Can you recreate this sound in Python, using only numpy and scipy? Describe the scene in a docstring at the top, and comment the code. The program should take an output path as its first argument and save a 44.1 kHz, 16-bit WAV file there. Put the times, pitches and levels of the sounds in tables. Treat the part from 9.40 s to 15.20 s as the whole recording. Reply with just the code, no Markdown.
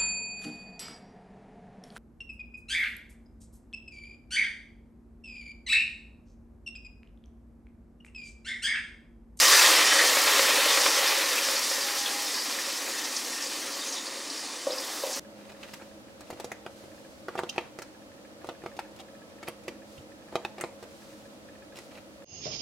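"""Onion hitting hot oil

Chopped onion has just dropped into a metal pot on a burner, close up in a small kitchen. Its water
flashes to steam in a dense, bright sizzle that thins as it fries, with pops and short steam squeaks.
Near the end a wooden spoon knocks twice on the pot and stirs the sizzle up again.
Underneath sit a faint, thin whistle and the low rush of the burner."""
import sys
import numpy as np
from scipy import signal
from scipy.fft import rfft, irfft
from scipy.io import wavfile

SR = 44100
rng = np.random.default_rng(int(sys.argv[2]) if len(sys.argv) > 2 else 0)


def wrap_up_sound(samples):
    """Save the sound to the file named by the first command line argument, as 16-bit audio."""
    columns = np.atleast_2d(samples).T
    # keep every value between -1 and 1, then stretch to whole-number steps
    tamed = np.clip(columns, -1, 1)
    steps = np.round(tamed * 32767).astype(np.int16)
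    wavfile.write(sys.argv[1], SR, steps)


N = 255601
TIME = np.arange(N) / SR


def from_db(db):
    """Decibels to gain."""
    return 10 ** (np.asarray(db) / 20)


def rms_one(x):
    """Scale to an rms of 1."""
    return x / np.sqrt(np.mean(x ** 2) + 1e-20)


def drift(rate_hz):
    """A smooth random modulator with an rms of 1."""
    hop, settle = 40, 2000
    r = np.exp(-2 * np.pi * hop * rate_hz / SR)
    noise = rng.standard_normal(N // hop + settle + 2)
    slow = signal.lfilter([1], [1, -2 * r, r * r], noise)[settle:]
    return np.interp(np.arange(N) / hop, np.arange(len(slow)), rms_one(slow))


def pulse(colour, size=2048):
    """The tightest causal click with this EQ curve (minimum phase); peak 1."""
    hz, level_db = np.transpose(colour)
    bin_hz = np.arange(size // 2 + 1) * SR / size
    gain = from_db(np.interp(np.log(bin_hz + 1), np.log(hz), level_db))
    cepstrum = irfft(np.log(gain))[:size // 2]
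    cepstrum[1:] *= 2
    shape = irfft(np.exp(rfft(cepstrum, size)))
    return shape / np.abs(shape).max()


def through(x, response):
    """Pass a sound through an impulse response."""
    return signal.fftconvolve(x, response)[:N]


def resonance(x, hz, width_hz):
    """A band-pass with unity gain at its peak."""
    r = np.exp(-np.pi * width_hz / SR)
    feedback = [1, -2 * r * np.cos(2 * np.pi * hz / SR), r * r]
    return signal.lfilter(np.array([1, 0, -1]) * (1 - r * r) / 2, feedback, x)


def low_cut(x, hz, order):
    """Roll off the bass."""
    return signal.sosfilt(signal.butter(order, hz, "high", fs=SR, output="sos"), x)


# EQ curves of the four bubble sizes, large to fine: (frequency [Hz], relative level [dB])
GURGLE_EQ = [(120, -32), (190, -26), (250, -11.5), (330, -2.5), (520, 4), (720, 1), (900, 4), (1200, 1),
             (2500, -24.5)]
BOIL_EQ = [(100, -32), (500, -49), (800, -10), (1050, 5), (1330, 3.5), (1500, 0.5), (1750, 4), (2150, 4.5),
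           (2550, 1.5), (2850, 3), (3250, 1), (4200, 1.5), (7000, -23.5), (12000, -42)]
FIZZ_EQ = [(150, -56), (1500, -30.5), (2900, -10.5), (3700, -5), (4500, 1), (5500, 3), (6500, 0),
           (7500, -1), (9000, -4), (10000, -6), (10800, -11.5), (15000, -47)]
SPRAY_EQ = [(300, -61), (5000, -28), (8000, -0.5), (10000, -0.5), (10800, 4.5), (12500, 3.5), (14000, 2),
            (15700, -2.5)]
def sizzle(gurgle_db, boil_db, fizz_db, spray_db):
    """Four sizes of bubble share one surge as water reaches the oil."""
    surge = drift(33.5)
    gurgle = bubbles(gurgle_db, GURGLE_EQ, 1.46 * surge,
                     spread_db=2.5, hiss_db=-2, clump_db=-0.15, swell_db=0.5)
    boil = bubbles(boil_db, BOIL_EQ, 0.85 * surge,
                   spread_db=2.5, hiss_db=-2, clump_db=0.75, swell_db=0.5)
    fizz = bubbles(fizz_db, FIZZ_EQ, -0.1 * surge,
                   spread_db=2, hiss_db=6, clump_db=0.91, swell_db=-0.76)
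    spray = bubbles(spray_db, SPRAY_EQ, 0.6 * surge,
                    spread_db=4.5, hiss_db=3, clump_db=0.8, swell_db=0.1)
    return gurgle + boil + fizz + spray


def bubbles(level_db, colour, surge_db, spread_db, hiss_db, clump_db, swell_db):
    """Bursts of uneven size come in clumps and thin out, over the hiss of countless smaller ones."""
    first_bursts_per_s, half_life_s = 6800, 3.7
    chance = np.clip(first_bursts_per_s * 0.5 ** (TIME / half_life_s) / SR, 1e-4, 1)
    sizes = from_db(spread_db * np.minimum(rng.exponential(1, N), 5)) * rng.choice([-1, 1], N)
    bursts = rms_one(sizes * (rng.random(N) < chance) / np.sqrt(chance))
    clumps = from_db(surge_db + clump_db * drift(29) + swell_db * drift(4))
    hiss = from_db(hiss_db) * rng.standard_normal(N)
    sound = through(clumps * (bursts + hiss), pulse(colour))
    sound = low_cut(sound, hz=110, order=2)  # bubbles are too small to make bass
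    return from_db(level_db) * rms_one(sound)


# Brief treble dips, deepest as the spoon reaches in: (time [s], half-length [s], depth in the spray [dB])
TREBLE_DUCKS = [(0.52, 0.11, 6), (4.8, 0.29, 10), (5.157, 0.1, 15.5)]
def frying():
    """Level envelopes in dB of the four bubble sizes; the fine ones flash first and duck the most."""
    dip_db = sum(depth_db * np.exp(-((TIME - s) / half_s) ** 2) for s, half_s, depth_db in TREBLE_DUCKS)
    gurgle_db = steam(flash_db=-33, flash_s=0.16, wet_db=-34, dry_s=1.8,
                      juice_db=-39, fade_db_per_s=2, stir_db=-46.5)
    boil_db = steam(flash_db=-23.5, flash_s=0.18, wet_db=-27.5, dry_s=1.79,
                    juice_db=-30.5, fade_db_per_s=3, stir_db=-49)
    fizz_db = steam(flash_db=-21, flash_s=0.051, wet_db=-27.5, dry_s=1.49,
                    juice_db=-27.5, fade_db_per_s=2.5, stir_db=-43)
    spray_db = steam(flash_db=-31, flash_s=0.083, wet_db=-36, dry_s=1.86,
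                     juice_db=-31.5, fade_db_per_s=4, stir_db=-47.5)
    return gurgle_db, boil_db - 0.033 * dip_db, fizz_db - 0.04 * dip_db, spray_db - dip_db


def steam(flash_db, flash_s, wet_db, dry_s, juice_db, fade_db_per_s, stir_db):
    """Envelope in dB: a flash on landing, the cut faces boiling dry, the juice failing, then the stir."""
    flash_width_s, wet_rise_s, drying_s = 0.31, 0.13, 0.37
    stir_at_s, stir_rise_s = 5.26, 0.19  # the spoon turns wet sides into the oil
    flash = from_db(flash_db) * np.exp(-((TIME - flash_s) / flash_width_s) ** 2)
    wet = from_db(wet_db) * (1 - np.exp(-TIME / wet_rise_s)) / (1 + np.exp((TIME - dry_s) / drying_s))
    juice = from_db(juice_db - fade_db_per_s * TIME)
    stir = from_db(stir_db) * np.clip((TIME - stir_at_s) / stir_rise_s, 0, 1)
    return 10 * np.log10(flash ** 2 + wet ** 2 + juice ** 2 + stir ** 2)


# Peaks and notches of the pot and the air in it: (frequency [Hz], width [Hz], relative boost [dB])
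POT_RESONANCES = [(309, 28, 7.5), (416, 17, 4.5), (495, 16, 5), (551, 25, 5), (746, 84, 0.5),
                  (1048, 31, 0.5), (1133, 25, -1), (1190, 8.7, 2), (1335, 39, 0), (1378, 19, 3.5),
                  (1638, 45, 4.5), (1718, 22, 2), (1985, 42, 1.5), (2460, 110, 4.5), (2610, 85, 4),
                  (3052, 25, 6.5), (3197, 81, 4), (3598, 156, 5.5), (4130, 20, 2), (4110, 12, 5),
                  (4370, 40, 3.5), (4730, 52, 5.5), (5470, 35, -5), (5100, 240, 1.5), (5540, 120, 2),
                  (6260, 34, 0.5), (6110, 85, 3.5), (6790, 59, 4), (7700, 51, 1), (8300, 32, -14),
                  (13300, 200, -2)]
def pot(x, waver_db=2.5, waver_hz=9, trim_db=-1.06):
    """The bowl colours the sizzle, each resonance wavering as the bubbles shift from place to place."""
    return x + sum((from_db(boost_db + trim_db + waver_db * drift(waver_hz)) - 1) * resonance(x, hz, width)
                   for hz, width, boost_db in POT_RESONANCES)


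# A close pair of modes in the pot's wall: (frequency [Hz], filter width [Hz])
WALL_RING = [(1848, 50), (1936, 160)]
def pot_wall(boil_db, under_db=-9.5, waver_db=1.5, waver_hz=4):
    """Countless bursts keep the metal ringing and beating, as strongly as the onion boils."""
    ring = np.zeros(N)
    for hz, width in WALL_RING:
        mode = resonance(rng.standard_normal(N), hz, width)
        ring += rms_one(resonance(mode, hz, 3 * width))
    return from_db(boil_db + under_db + waver_db * drift(waver_hz)) * rms_one(ring)


# EQ curve of flung droplets: (frequency [Hz], relative level [dB])
SPATTER_EQ = [(100, -39), (300, -12), (500, -4), (750, -8.5), (1000, 2), (1900, -1.5), (4500, -7),
              (9000, -28), (16000, -34)]
# Big bubbles popping: (time [s], pitch [Hz], relative plop level [dB], relative spatter level [dB])
POP_CUES = [(0.769, 564, -21, -19.5), (0.869, 570, -22, -37), (0.992, 543, -22, -19),
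            (1.090, 593, -20, -35), (1.144, 500, -24, -27), (1.183, 550, -20.5, -36),
            (1.260, 576, -21, -30), (1.372, 550, -22, -21.5), (1.412, 580, -24, -34),
            (1.460, 550, -20.5, -16.5), (1.572, 554, -24, -38), (1.586, 510, -24, -42),
            (1.781, 545, -26, -34), (1.834, 550, -32, -40), (2.084, 545, -23.5, -29),
            (2.148, 540, -29, -35), (2.313, 555, -29, -32), (2.381, 530, -28, -39),
            (4.115, 520, -54, -33.5)]
def pops(gain_db=0.5, plop_t60_s=0.045, attack_s=0.001, spatter_s=0.008):
    """A big bubble opens with a short hollow plop and throws a little spatter."""
    t = TIME[:SR // 10]
    out = np.zeros(N)
    for s, hz, plop_db, spatter_db in POP_CUES:
        plop = np.sin(2 * np.pi * hz * t) * from_db(plop_db - 60 * t / plop_t60_s)
        grit = rms_one(through(rng.standard_normal(len(t)), pulse(SPATTER_EQ))[:len(t)])
        spatter = from_db(spatter_db) * grit * np.exp(-(t / spatter_s) ** 2)
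        start = int(s * SR)
        out[start:start + len(t)] += (plop + spatter) * (1 - np.exp(-t / attack_s))
    return from_db(gain_db) * out


# Steam squeaks: (time [s], pitch [Hz], relative level [dB], decay [s], filter width [Hz])
SQUEAK_CUES = [(0.008, 6000, -27, .09, 1500), (0.060, 1180, -31, 0.049, 70.4),
               (0.083, 1067, -28, 0.023, 70.4), (0.108, 1190, -26, 0.035, 70),
               (0.128, 1740, -22, 0.048, 500), (0.215, 4620, -24, 0.031, 1000),
               (0.243, 1870, -21, 0.013, 150), (0.51, 1930, -32, .1, 180), (0.589, 1850, -20.5, 0.026, 380),
               (0.61, 1840, -29, 0.072, 110), (1.675, 5050, -26, .025, 1100),
               (1.975, 2500, -26.5, 0.019, 550), (2.154, 4570, -33, .043, 950),
               (2.659, 3380, -30, 0.026, 600), (2.94, 4800, -35, 0.13, 1050), (3.188, 1840, -34, .012, 242),
               (3.536, 1870, -35, .02, 300), (3.640, 5830, -35, .024, 1400),
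               (3.7645, 5300, -27, 0.012, 1800), (3.93, 1820, -45, 0.14, 70),
               (4.024, 5200, -33.5, .017, 1200), (4.32, 5000, -39, .05, 1500),
               (4.412, 3700, -41, .045, 200), (4.484, 6530, -34, 0.012, 300),
               (4.524, 5450, -34.5, .028, 1600), (4.561, 3720, -38, 0.038, 450),
               (4.667, 4680, -37, .021, 900), (4.900, 4700, -34, .013, 1700), (4.974, 5200, -40, .012, 600),
               (5.305, 3950, -34.5, .012, 900), (5.319, 5100, -34, .025, 900),
               (5.381, 5000, -31.5, 0.012, 700), (5.728, 5930, -38, .091, 1400)]
def squeaks(gain_db=1.0):
    """Steam trapped under the larger pieces squeals out."""
    return from_db(gain_db) * jets(SQUEAK_CUES)


def jets(cues, attack_s=0.00037):
    """Each jet of steam starts fast and runs out; a narrow band pings, a wide one rasps."""
    t = TIME[:SR // 4]
    out = np.zeros(N)
    for s, hz, level_db, decay_s, width_hz in cues:
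        noise = rng.standard_normal(2 * len(t))
        jet = resonance(resonance(noise, hz, width_hz), hz, width_hz)[len(t):]
        envelope = (1 - np.exp(-t / attack_s)) * np.exp(-(t / decay_s) ** 1.5)
        note = rms_one(jet * envelope) * np.sqrt(np.mean(envelope ** 2))
        start = int(s * SR)
        out[start:start + len(t)] += from_db(level_db) * note[:N - start]
    return out


def spits(bed_db, count=150, under_db=-9, spread_db=3.5, low_hz=3800, high_hz=7000,
          decay_s=0.018, narrow_hz=450, wide_hz=2000):
    """Small jets, random in time, pitch and roughness, ride on the level of a sizzle layer."""
    when, pitch, size, rough = rng.random((count, 4)).T
    times_s = when * TIME[-1]
    levels_db = np.interp(times_s, TIME, bed_db) + under_db + spread_db * (2 * size - 1)
    pitches_hz = low_hz * (high_hz / low_hz) ** pitch
    widths_hz = narrow_hz * (wide_hz / narrow_hz) ** rough
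    return jets(zip(times_s, pitches_hz, levels_db, [decay_s] * count, widths_hz))


def prickle(spray_db):
    """The tiniest jets prickle at the top of the spray."""
    return spits(spray_db, count=320, under_db=-10, low_hz=7500, high_hz=15000,
                 decay_s=0.01, narrow_hz=120, wide_hz=600)


# Two spoon hits, each with its chatter: (time [s], strength [dB])
SPOON_HITS = [(5.26832, -24.2), (5.27179, -22.6), (5.29857, -26.3), (5.30418, -24.8), (5.3221, -39),
              (5.63651, -23.7), (5.6722, -28.3), (5.6944, -33.5)]
# The pot's ring under the spoon: (frequency [Hz], relative level [dB], t60 [s])
STRUCK_POT_MODES = [(300, -24, .17), (385, -33, .3), (503, -21.5, .42), (518.6, -14, .42),
                    (543.8, -5.2, .25), (567.6, -8, .12), (613.8, -16, .37), (766, -14.5, .14),
                    (971, -11.5, .08), (1096, -19, .16)]
def spoon(contact_s=0.0002):
    """Wood on a loaded pot: dull knocks and a low, beating ring; the pot radiates no bass."""
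    hits = np.zeros(N)
    for s, strength_db in SPOON_HITS:
        hits[int(s * SR)] += from_db(strength_db)
    t = TIME[:SR // 2]
    ring = sum(from_db(level_db - 60 * t / t60) * np.sin(2 * np.pi * hz * t)
               for hz, level_db, t60 in STRUCK_POT_MODES)
    knocks = through(hits, ring * (1 - np.exp(-t / contact_s)))
    return low_cut(knocks, hz=260, order=4)


# The whistle's entries: (start [s], end [s], level [dB])
WHISTLE_CUES = [(1.12, 1.50, -43.5), (1.50, 1.82, -45.5), (2.40, 2.90, -48.5)]
def whistle(pitch_hz=816, fade_s=0.044, waver_db=1.5, wobble_hz=3):
    """A thin, slightly unsteady note comes and goes behind the sizzle."""
    level = sum(from_db(level_db) * np.clip(np.minimum(TIME - start, end - TIME) / fade_s, 0, 1)
                for start, end, level_db in WHISTLE_CUES)
    phase = 2 * np.pi * np.cumsum(pitch_hz + wobble_hz * drift(5.3)) / SR
    return level * from_db(waver_db * drift(0.7)) * np.sqrt(2) * np.sin(phase)


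# EQ curve of the burner: (frequency [Hz], relative level [dB])
BURNER_EQ = [(25, -26), (60, -31), (80, -8), (105, -18.5), (132, -2.5), (160, -14), (200, 0), (240, 9.5),
             (300, 14.5), (400, 5.5), (700, 3), (2000, -12.5)]
def burner(level_db=-47.5, flutter_db=-0.5):
    """The low, steady rush under the pot."""
    rush = rms_one(through(rng.standard_normal(N), pulse(BURNER_EQ, size=8192)))
    return from_db(level_db + flutter_db * drift(3.1)) * rush


def kitchen(x, t60_s=0.66, reverb_db=-10, predelay_s=0.003):
    """Near walls add a short, dense, faint tail."""
    t = TIME[:SR // 2]
    tail = rng.standard_normal(len(t)) * from_db(-60 * t / t60_s) * (t > predelay_s)
    return x + from_db(reverb_db) * through(x, tail / np.linalg.norm(tail))


def scene():
    """Everything reaches one close microphone, so both channels are alike."""
    gurgle_db, boil_db, fizz_db, spray_db = frying()
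    oil = pot(sizzle(gurgle_db, boil_db, fizz_db, spray_db)) + pops()
    cooking = oil + pot_wall(boil_db) + squeaks() + spits(fizz_db) + prickle(spray_db)
    mix = kitchen(cooking) + spoon() + whistle() + burner()
    return np.array([mix, mix])


def record(dry, cutoff_hz=15750):
    """A steep high cut takes off the very top."""
    return signal.sosfilt(signal.ellip(12, 0.1, 80, cutoff_hz, fs=SR, output="sos"), dry)


dry = scene()
out = record(dry)
wrap_up_sound(out)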